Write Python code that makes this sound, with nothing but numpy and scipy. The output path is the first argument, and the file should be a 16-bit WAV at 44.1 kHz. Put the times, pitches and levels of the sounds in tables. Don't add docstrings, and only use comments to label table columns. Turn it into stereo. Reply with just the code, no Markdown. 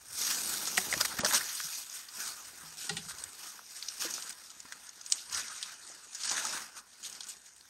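import sys
import numpy as np
from scipy import signal
from scipy.fft import rfft, irfft, next_fast_len
from scipy.io import wavfile
from scipy.ndimage import uniform_filter1d, minimum_filter1d, map_coordinates

SR = 44100
rng = np.random.default_rng(int(sys.argv[2]) if len(sys.argv) > 2 else 0)


def wav_out(sig):
    wavfile.write(sys.argv[1], SR, np.round(np.clip(np.atleast_2d(sig).T, -1, 1) * 32767).astype(np.int16))


def natural_amplitude(level_db):
    exponent = np.asarray(level_db, float) / 20
    return 10 ** exponent


N = 339127

# start_s, hold_s, leaf_db, litter_db, ground_db
STEPS = [(0.209, 0.11, -33.5, -50, -55), (0.33, 0.72, -38.5, -51.5, -51.5), (0.492, 0.035, -35, -50, -55),
         (1.219, 0.022, -60, -52, -42.5), (1.336, 0.016, -34, -38, -50.5), (1.456, 0.32, -39, -55, -84),
         (1.955, 0.02, -42.5, -53, -71), (2.194, 0.099, -40, -49, -58.5), (2.4, 0.26, -52.5, -59, -66.5),
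         (2.914, 0.024, -46, -52, -62), (3.205, 0.015, -50, -54.5, -63), (3.416, 0.052, -44.5, -55.5, -67),
         (3.725, 0.31, -48, -62, -77), (4.031, 0.13, -41.5, -55, -56.5), (4.2, .1, -52, -55.5, -74),
         (4.68, 0.15, -73, -60.5, -78), (5.137, 0.028, -43, -58, -69), (5.384, 0.017, -40, -46, -57.5),
         (5.512, 0.18, -47, -53.5, -84), (5.863, 0.1, -55, -60.5, -64), (6.208, 0.093, -40, -53.5, -81),
         (6.32, 0.24, -37, -41.5, -53.5), (6.752, 0.032, -59, -60, -63),
         (7.089, 0.039, -48.5, -58.5, -64.5)]
PRESS_DB_PER_S, SETTLE_DB_PER_S = 162, 118
# time_s, leaf_db
STIR = [(0, -57), (.1, -51.5), (1.15, -47.5), (1.19, -45), (1.2, -64), (1.24, -64), (1.26, -50.5),
        (2.08, -57), (3.1, -49.5), (3.64, -55), (4.4, -53), (4.9, -55), (6.0, -54), (6.75, -68),
        (6.96, -57), (7.25, -52.5), (7.52, -60), (7.69, -58)]
STIR_LITTER_DB, STIR_GROUND_DB = -8.5, -15
# start_s, length_s, leaf_db, litter_db
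CRUSHES = [(0.297, 0.03, -40, -41), (1.005, 0.015, -29, -37), (0.997, 0.042, -35, -38),
           (1.046, 0.016, -27.5, -31), (1.186, 0.01, -32.5, -36), (1.258, 0.062, -32, -46),
           (1.322, 0.029, -29.5, -39), (1.345, 0.041, -26.5, -43), (1.2, .018, -35, -50),
           (1.4, 0.019, -60, -35.5), (2.769, 0.13, -40.5, -59), (3.076, 0.051, -44, -52.5),
           (3.994, 0.087, -33, -48), (5.31, 0.097, -34, -43), (6.751, 0.062, -47, -54),
           (7.033, 0.053, -39, -87), (7.269, 0.075, -45, -64), (7.451, 0.037, -55.5, -69),
           (6.355, 0.056, -36.5, -43), (1.105, 0.035, -50, -43.5), (0.772, 0.023, -33, -51),
           (.908, 0.017, -34, -55), (6.243, 0.018, -35, -48), (7.278, .028, -50, -60),
           (4.3, .014, -42, -55)]
# freq_hz, level_db (per Hz)
LEAF_TONE = [(1000, -33.5), (1800, -24), (2500, -9), (5200, -3.5), (5700, 0), (7500, 0), (8900, 0.5),
             (10100, -9.5), (11900, -9.5), (14000, -11), (15600, -15)]
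# freq_hz, level_db (per Hz)
LITTER_TONE = [(400, -23), (800, -7), (1100, -2.5), (1500, 1.5), (1900, -3), (2400, -12), (3500, -22)]
# freq_hz, level_db (per Hz)
GROUND_TONE = [(30, -45), (60, -18), (130, -9), (200, -2), (400, -3.5), (650, -6), (900, -3.5),
               (1500, -20.5)]

# start_s, hold_s, rumble_db
JOLTS = [(.1, .02, -60), (0.508, .02, -57.5), (0.947, 0.017, -48.5), (1.22, 0.18, -61), (1.643, 0.018, -66),
         (2.3, 0.46, -70), (3.076, 0.13, -61.5), (3.95, 0.079, -73), (4.45, 0.23, -77), (5.353, .04, -63),
         (6.75, .03, -74)]
JOLT_DB_PER_S, GRIP_DB = 101, -77
# freq_hz, level_db (per Hz)
HANDLING_TONE = [(20, -48), (40, -40), (55, 2.5), (85, -1), (120, -3.5), (200, -25.5)]

# start_s, peak_db, body_db (re peak), pitch_hz, t60_s
TWIGS = [(0.6718, -23, -11.5, 7140, 0.088), (.7724, -14.5, -25, 3330, 0.02),
         (0.7776, -8.5, -9.5, 1880, 0.016), (.9258, -17, -2, 1940, .016), (0.9374, -12, -10, 1920, 0.013),
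         (.9763, -21, -9, 5840, 0.013), (1.01, -13, -13, 5200, 0.028), (1.0509, -16.5, -11, 1350, 0.012),
         (1.19, -23, 2, 1940, 0.018), (1.2318, -33, 3, 1038, 0.022), (1.2462, -13, -9, 5600, 0.035),
         (1.2605, -15.5, -7, 4240, 0.017), (1.309, -28, 1.5, 1700, .03), (1.344, -16, -9.5, 5800, 0.07),
         (2.893, -19.5, -20, 3940, 0.042), (2.9674, -25, -34, 3150, 0.077), (3.108, -29, -16, 1510, .023),
         (3.5907, -36, 0.5, 1250, 0.015), (4.1804, -24.5, 5, 1330, 0.0042),
         (4.6531, -36.5, 2.5, 1490, 0.01), (4.7221, -25.5, -42, 1490, 0.03),
         (5.1214, -4.5, -49, 8300, 0.016), (5.6267, -23, -67, 3940, 0.039),
         (6.4514, -22.5, -8, 6700, 0.028), (6.3777, -22.5, -8, 1480, 0.027), (6.3225, -24, -12, 6500, .01),
         (6.368, -22, -14, 4800, .012), (6.438, -22, -13, 6700, 0.016), (7.2058, -23, -16.5, 4050, 0.018)]
# start_s, peak_db, pitch_hz, t60_s
RIBS = [(0.3093, -25, 5800, 0.044), (.345, -19.5, 6000, 0.011), (.5318, -32, 6200, 0.024),
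        (.751, -20.5, 5510, 0.0079), (1.5505, -29, 8450, 0.07), (1.6017, -19, 1510, 0.0081),
        (1.898, -26, 6160, 0.0084), (1.927, -25, 6250, 0.0075), (2.085, -37, 4690, 0.034),
        (2.261, -29, 7240, .022), (3.238, -22, 8400, 0.015), (3.825, -28, 4240, 0.028),
        (3.884, -22, 5700, 0.027), (4.012, -28, 7000, .024), (4.1386, -18, 6840, 0.012),
        (4.2224, -27.5, 5600, 0.026), (4.2935, -26, 8750, 0.018), (4.6017, -29, 7340, 0.02),
        (5.0617, -22.5, 6700, 0.012), (5.1005, -24, 7260, 0.0093), (5.3255, -25.5, 6800, .02),
        (5.3447, -26, 6130, 0.051), (6.1473, -31, 7150, 0.069), (6.2342, -25.5, 5470, 0.034),
        (6.2906, -24, 7000, .02), (6.295, -19.5, 5900, 0.023), (6.3131, -19, 6560, .022),
        (7.0974, -30, 8350, 0.021), (7.6092, -37.5, 4040, 0.011), (7.4164, -46, 7910, .02),
        (7.3, -29, 8100, .012), (7.241, -26, 7000, 0.0067), (7.2858, -32, 8200, .09),
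        (7.5626, -41.5, 8200, 0.026), (7.5805, -44, 8100, 0.023), (5.18, -39, 3900, .14),
        (7.046, -36, 3700, .09)]
# start_s, peak_db
STEMS = [(0.6528, -24), (1.168, -30), (1.441, -28), (1.9905, -35), (2.789, -35), (3.1836, -31), (3.29, -38),
         (4.502, -32.5), (4.868, -36), (4.891, -31.5), (5.012, -31), (5.297, -32), (5.481, -27.5),
         (6.2117, -33), (6.931, -45), (7.0288, -31), (7.0348, -36), (7.15, -33), (7.3675, -40),
         (7.459, -41), (6.1308, -35), (6.153, -34), (4.325, -34), (3.978, -33), (7.1265, -29),
         (7.2325, -31), (7.2682, -32)]
RIB_BODY_DB, STEM_BODY_DB, STEM_HZ, STEM_T60_S = -44, -21, 6700, 0.02
TWIG_RING_DB, RIB_RING_DB, RIB_BROAD_DB = -11.0, -6.0, -4.5
OWN_RING_CYCLES, BODY_T60_S = 6.5, .006
CLICK_SIZE, CLICK_GROWTH = 2.5, .3
THICK_BELOW_HZ = 2600
# freq_hz, level_db (per Hz)
CRACK_TONE = [(150, -55), (400, -62), (1500, -16.5), (3000, -3), (5500, -1.5), (8900, 4.5), (10100, -10),
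              (15600, -17)]

# start_s, peak_db, pitch_hz, t60_s, left_gain (negative: the ports move in opposition)
KNOCKS = [(.779, -29.5, 740, 0.03, 1.2), (0.780, -38.5, 190, 0.077, 0.5), (0.780, -42, 376, 0.13, 1.5),
          (.926, -29, 783, .05, -0.1), (0.939, -25, 640, 0.043, -0.1), (.965, -35.5, 322, 0.035, .5),
          (.972, -42, 113, 0.076, 1), (1.008, -40, 604, 0.045, 2), (1.194, -19, 228, 0.022, -0.25),
          (1.19, -27, 754, 0.052, -.5), (1.232, -20, 198, 0.13, -0.64), (1.235, -21.5, 596, 0.064, 0.06),
          (1.252, -21, 620, 0.065, -0.3), (1.256, -25, 342, 0.033, -1.3), (1.325, -34, 836, 0.073, 0.5),
          (2.906, -40.5, 420, 0.15, 1), (2.985, -47, 195, .1, 1.2), (2.629, -58.5, 159, 0.55, 1.4),
          (3.06, -50, 165, 0.19, 1.4), (3.24, -65, 91.5, 0.19, 2), (4.049, -41.5, 464, 0.084, 2.5),
          (4.049, -44, 332, 0.12, 1.5), (5.33, -56.5, 79.4, 0.38, 1.0), (6.445, -40, 870, 0.081, 1.5),
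          (4.65, -51, 262, 0.066, 1.2), (5.9, -50.5, 700, .06, 1), (1.645, -53, 160, .08, 1)]
# start_s, peak_db
PANEL_HITS = [
    (2.894, -35.5),
    (2.967, -47.5),
]
# pitch_hz, level_db, t60_s
PANEL_MODES = [(88, -2, 0.22), (165, -0.5, 0.28), (190, -9, .12), (412, -9.5, 0.26), (800, 2.5, 0.074),
               (1440, 6.5, 0.046), (1920, 5, 0.046), (2750, 4, 0.036)]

# freq_hz, left_minus_right_db
LEFT_MINUS_RIGHT = [(60, -0.5), (380, 2.5), (700, 3.5), (1300, -6), (2400, -4.5), (4400, -10.5),
                    (8100, -6.5), (10500, 5), (15000, -3.5)]
# freq_hz, likeness (-1 to 1)
LIKENESS = [(40, -.35), (90, -.25), (200, 0.66), (600, 0.049), (1500, 0.27), (3000, -0.0072), (9500, 0.015),
            (10900, 0.67), (15000, 0.9)]
IN_PHASE_HZ, HALF_TURN_HZ = 11750, 2600
# time_s, left_minus_right_db (beyond the mean)
SWING = [(0, 2), (.26, -1.5), (.4, 0.2), (.92, -1), (1.03, -0.5), (1.86, -.5), (2.9, .1), (3.32, 1.5),
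         (4.07, 0), (5.1, -0.5), (5.2, -0.6), (6.3, -2), (6.42, 0.6), (7.45, 1), (7.69, 4)]
# time_s, treble_db
AIM = [(0, 1.5), (.5, 4), (1.19, 2), (1.197, -16), (1.24, -14), (1.246, 3), (2.7, 1), (2.91, -3.5),
       (3.3, 0), (3.4, 1), (5.1, -2), (5.3, -4.5), (6.45, -5.5), (6.72, -3.5), (7.69, -2.5)]
# freq_hz, width_hz, gain_db
NOTCHES = [(4950, 82, 5), (5420, 70, -7), (5541, 37, 5.5), (7530, 200, -16.5), (9720, 60, -16),
           (10370, 220, -10)]
MASKED_FROM_HZ, TOP_HZ = 9600, 15750
MID_GAP_HZ, SIDE_GAP_HZ = (13750, 15120), (11050, 12400)


def at_hz(points, hz):
    table = np.array(points)
    return np.interp(np.log(hz + 1), np.log(table[:, 0]), table[:, 1])


def rms_one(x):
    return x / np.sqrt(np.mean(x ** 2) + 1e-20)


def filtered(x, gain_at):
    size = next_fast_len(N + 4096)
    hz = np.arange(size // 2 + 1) * SR / size
    return irfft(rfft(x, size) * gain_at(hz), size)[..., :N]


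def coloured(x, tone):
    return rms_one(filtered(x, lambda hz: natural_amplitude(at_hz(tone, hz))))


def ring(clicks, hz, t60):
    radius = natural_amplitude(-60 / (max(t60, .002) * SR))
    angle = 2 * np.pi * hz / SR
    feedback = [1, -2 * radius * np.cos(angle), radius * radius]
    return signal.lfilter([0, np.sin(angle)], feedback, clicks + 1e-18)


def swells(s, hold, level_db, rise_db_per_s, fall_db_per_s, bed_db):
    t = np.arange(0, N + 64, 64)[:, None] / SR
    early, late = np.maximum(s - t, 0), np.maximum(t - s - hold, 0)
    shape_db = level_db - rise_db_per_s * early - fall_db_per_s * late
    power = np.sum(natural_amplitude(2 * shape_db), axis=1)
    return np.sqrt(np.interp(np.arange(N) / SR, t[:, 0], power) + natural_amplitude(2 * bed_db))


def crackle(per_s, spread_db, t60, hush_db):
    sizes = natural_amplitude(spread_db * np.minimum(rng.exponential(1, N), 2.6))
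    born = rng.random(N) < per_s / SR
    power = signal.lfilter([1], [1, -natural_amplitude(-120 / (t60 * SR))], born * sizes ** 2)
    return np.sqrt(power / power.mean() + natural_amplitude(2 * hush_db)) * rng.standard_normal((2, N))


def ticks(per_s, spread_db, cycles):
    sizes = natural_amplitude(spread_db * np.minimum(rng.exponential(1, (2, N)), 4))
    pops = sizes * (rng.random((2, N)) < per_s / SR)
    dealt = rng.integers(0, 16, (2, N))
    pitches = np.geomspace(1000, 9500, 16) * natural_amplitude(rng.normal(0, 0.654, 16))
    out = np.zeros((2, N))
    for k, hz in enumerate(pitches):
        out += ring(pops * (dealt == k), hz, cycles / hz) * np.sqrt(hz)
    return rms_one(out)


def patchy(x, patchy_db, per_s):
    hz, s, z = signal.stft(x, SR, nperseg=256)
    field = rng.standard_normal((40, 400))
    rows, columns = np.meshgrid(4 * np.log2(hz / 100 + 1), s * per_s, indexing="ij")
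    patches = map_coordinates(field, [rows, columns], order=1)
    gain = natural_amplitude(patchy_db * np.where(rows < 26.5, 1, .4) * patches)
    return signal.istft(z * gain, SR, nperseg=256)[1][:, :N]


def tread():
    s, hold, *levels = np.transpose(STEPS)
    stir_db = np.interp(np.arange(N) / SR, *np.transpose(STIR))
    leaf, litter, ground = [
        swells(s, hold, level_db, PRESS_DB_PER_S, SETTLE_DB_PER_S, stir_db + under_db)
        for level_db, under_db in zip(levels, (0, STIR_LITTER_DB, STIR_GROUND_DB))]
    for start, length, leaf_db, litter_db in CRUSHES:
        span = slice(round(start * SR), round((start + length) * SR))
        swell = np.sin(np.pi * np.linspace(0, 1, span.stop - span.start)) ** 0.49
        leaf[span] = np.hypot(leaf[span], natural_amplitude(leaf_db) * swell)
        litter[span] = np.hypot(litter[span], natural_amplitude(litter_db) * swell)
    fine = crackle(per_s=350.0, spread_db=4.5, t60=.008, hush_db=-5.0)
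    coarse = crackle(per_s=90.0, spread_db=0.5, t60=0.11, hush_db=-0.5)
    lumps = crackle(per_s=8.1, spread_db=-1.0, t60=0.056, hush_db=4.5)
    cells = ticks(per_s=500.0, spread_db=3.5, cycles=154.0)
    leaf_mix = patchy(fine + 1.26 * coarse + 0.57 * cells, patchy_db=3.0, per_s=24.0)
    litter_mix = patchy(coarse + 0.48 * fine + 0.21 * cells, patchy_db=4.5, per_s=26.0)
    leaves = leaf * coloured(leaf_mix, LEAF_TONE)
    soil = ground * coloured(lumps + 0.36 * coarse, GROUND_TONE)
    return leaves + litter * coloured(litter_mix, LITTER_TONE) + soil


def handling():
    effort = swells(*np.transpose(JOLTS), JOLT_DB_PER_S, JOLT_DB_PER_S, GRIP_DB)
    return effort * coloured(rng.standard_normal((2, N)), HANDLING_TONE)


def energy(x):
    return np.sum(x ** 2, axis=-1, keepdims=True)


def fracture(peak_db, t60):
    t = np.arange(4096) / SR
    shape = natural_amplitude(-60 * t / t60) + natural_amplitude(-18.0 - 60 * t / (5.0 * t60))
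    shape = shape * np.minimum(t / 0.0011, 1)
    burst = rng.standard_normal((2, len(t))) * shape
    burst[:, 60] += CLICK_SIZE * natural_amplitude(CLICK_GROWTH * (peak_db + 15.5)) * rng.choice([-1, 1], 2)
    return burst * natural_amplitude(peak_db) * np.sqrt(energy(shape) / energy(burst))


def snaps():
    bursts, rings = np.zeros((2, N + 4096)), np.zeros((2, N + 4096))
    twigs = [(*row, TWIG_RING_DB, 0) for row in TWIGS]
    ribs = [(s, peak_db, RIB_BODY_DB, hz, t60, RIB_RING_DB, RIB_BROAD_DB)
            for s, peak_db, hz, t60 in RIBS]
    stems = [(s, peak_db, STEM_BODY_DB, STEM_HZ, STEM_T60_S, TWIG_RING_DB, 0) for s, peak_db in STEMS]
    for s, peak_db, body_db, hz, t60, ring_db, broad_db in twigs + ribs + stems:
        burst = fracture(peak_db, max(t60, .003))
        own = ring(signal.lfilter([1, 0, -1], 1, burst), hz, OWN_RING_CYCLES / hz)
        own *= np.sqrt(energy(burst) / energy(own)) * natural_amplitude(ring_db)
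        body_hz = (hz if hz < THICK_BELOW_HZ else 1450) * natural_amplitude(rng.normal(0, 0.44))
        body = ring(burst, body_hz, BODY_T60_S) * natural_amplitude(body_db - 12.5)
        at = round(s * SR)
        bursts[:, at:at + 4096] += burst * natural_amplitude(broad_db)
        rings[:, at:at + 4096] += own + body
    rings = signal.sosfilt(signal.butter(2, 650, "high", fs=SR, output="sos"), rings)
    cracks = filtered(bursts[:, :N], lambda hz: natural_amplitude(at_hz(CRACK_TONE, hz) - 4.5))
    return cracks + rings[:, :N]


def knocks():
    out, t = np.zeros((2, N)), np.arange(16384) / SR
    for s, peak_db, hz, t60, left in KNOCKS:
        note = ring(rng.standard_normal(len(t)) * natural_amplitude(-60 * t / 0.022), hz, t60)
        at = round(s * SR)
        out[:, at:at + len(t)] += natural_amplitude(peak_db) * note / np.abs(note).max() * [[left], [1]]
    for hz, level_db, t60 in PANEL_MODES:
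        for s, peak_db in PANEL_HITS:
            wobble = 0.62 * np.interp(t, t[::512], rng.standard_normal(32))
            note = np.sin(2 * np.pi * hz * t + wobble) * natural_amplitude(-60 * t / t60)
            note *= np.minimum(t * hz / 6.9, 1)
            at = round(s * SR)
            out[:, at:at + len(t)] += natural_amplitude(peak_db + level_db + rng.normal(0, 4.0, (2, 1))) * note
    return signal.sosfilt(signal.butter(2, 60, "high", fs=SR, output="sos"), out)


def microphone_pair(sound):
    left, right = sound
    t = np.arange(N) / SR
    alike = lambda hz: np.clip(at_hz(LIKENESS, hz), -.99, .99)
    turn = lambda hz: np.exp(1j * np.pi * (hz - IN_PHASE_HZ) / HALF_TURN_HZ * (hz > 9000))
    own = filtered(left, lambda hz: np.sqrt(1 - alike(hz) ** 2))
    left = own + filtered(right, lambda hz: alike(hz) * turn(hz))
    side = np.array([[.5], [-.5]])
    balance = lambda hz: natural_amplitude(side * at_hz(LEFT_MINUS_RIGHT, hz))
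    pair = natural_amplitude(1.0) * filtered(np.array([left, right]), balance)
    pair = pair * natural_amplitude(side * np.interp(t, *np.transpose(SWING)))
    treble = filtered(pair, lambda hz: hz > 10200)
    return pair + treble * (natural_amplitude(np.interp(t, *np.transpose(AIM))) - 1)


def scene():
    return microphone_pair(tread() + handling() + snaps()) + knocks()


def masked_treble(sums, line_db, band_db):
    window = np.sin(np.pi * (np.arange(2048) + .5) / 2048)
    padded = np.pad(sums, ((0, 0), (492, 0)))
    hz, s, z = signal.stft(padded, SR, window, nperseg=2048, noverlap=1024)
    power = np.abs(z) ** 2
    masker = power[:, (hz > 5000) & (hz < 9000)].mean(axis=(0, 1))
    weak = uniform_filter1d(power, size=3, axis=1) < masker * natural_amplitude(2 * line_db)
    weak |= uniform_filter1d(power, size=20, axis=1) < masker * natural_amplitude(2 * band_db)
    low, high = np.transpose([MID_GAP_HZ, SIDE_GAP_HZ])[:, :, None]
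    gap = ((hz > low) & (hz < high)) | (hz > TOP_HZ)
    weak = (weak & (hz > MASKED_FROM_HZ)[:, None]) | gap[:, :, None]
    return signal.istft(z * weak, SR, window, nperseg=2048, noverlap=1024)[1][:, 492:492 + N]


def top_cut(x):
    return signal.sosfilt(signal.butter(12, 16970, fs=SR, output="sos"), x)


def record(dry):
    dips = lambda hz: natural_amplitude(sum(dip_db * np.exp(-((hz - dip_hz) / width) ** 2)
                              for dip_hz, width, dip_db in NOTCHES))
    left, right = filtered(dry, lambda hz: dips(hz) * np.where(hz < TOP_HZ, 1, .008 * (hz < 16900)))
    sums = np.array([left + right, left - right]) / 2
    power = np.diff(right, prepend=0) ** 2
    usual = uniform_filter1d(power, size=1024, origin=500)
    sudden = uniform_filter1d(power, size=128) > 4.5 * usual
    widened = -minimum_filter1d(-1.0 * sudden, size=900)
    near_attack = np.minimum(uniform_filter1d(widened, size=200), 1)
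    mid, side = sums - masked_treble(sums, line_db=-15.5, band_db=-17.0) * (1 - near_attack)
    return top_cut(np.array([mid + side, mid - side]))


dry = scene()
out = record(dry)
wav_out(out)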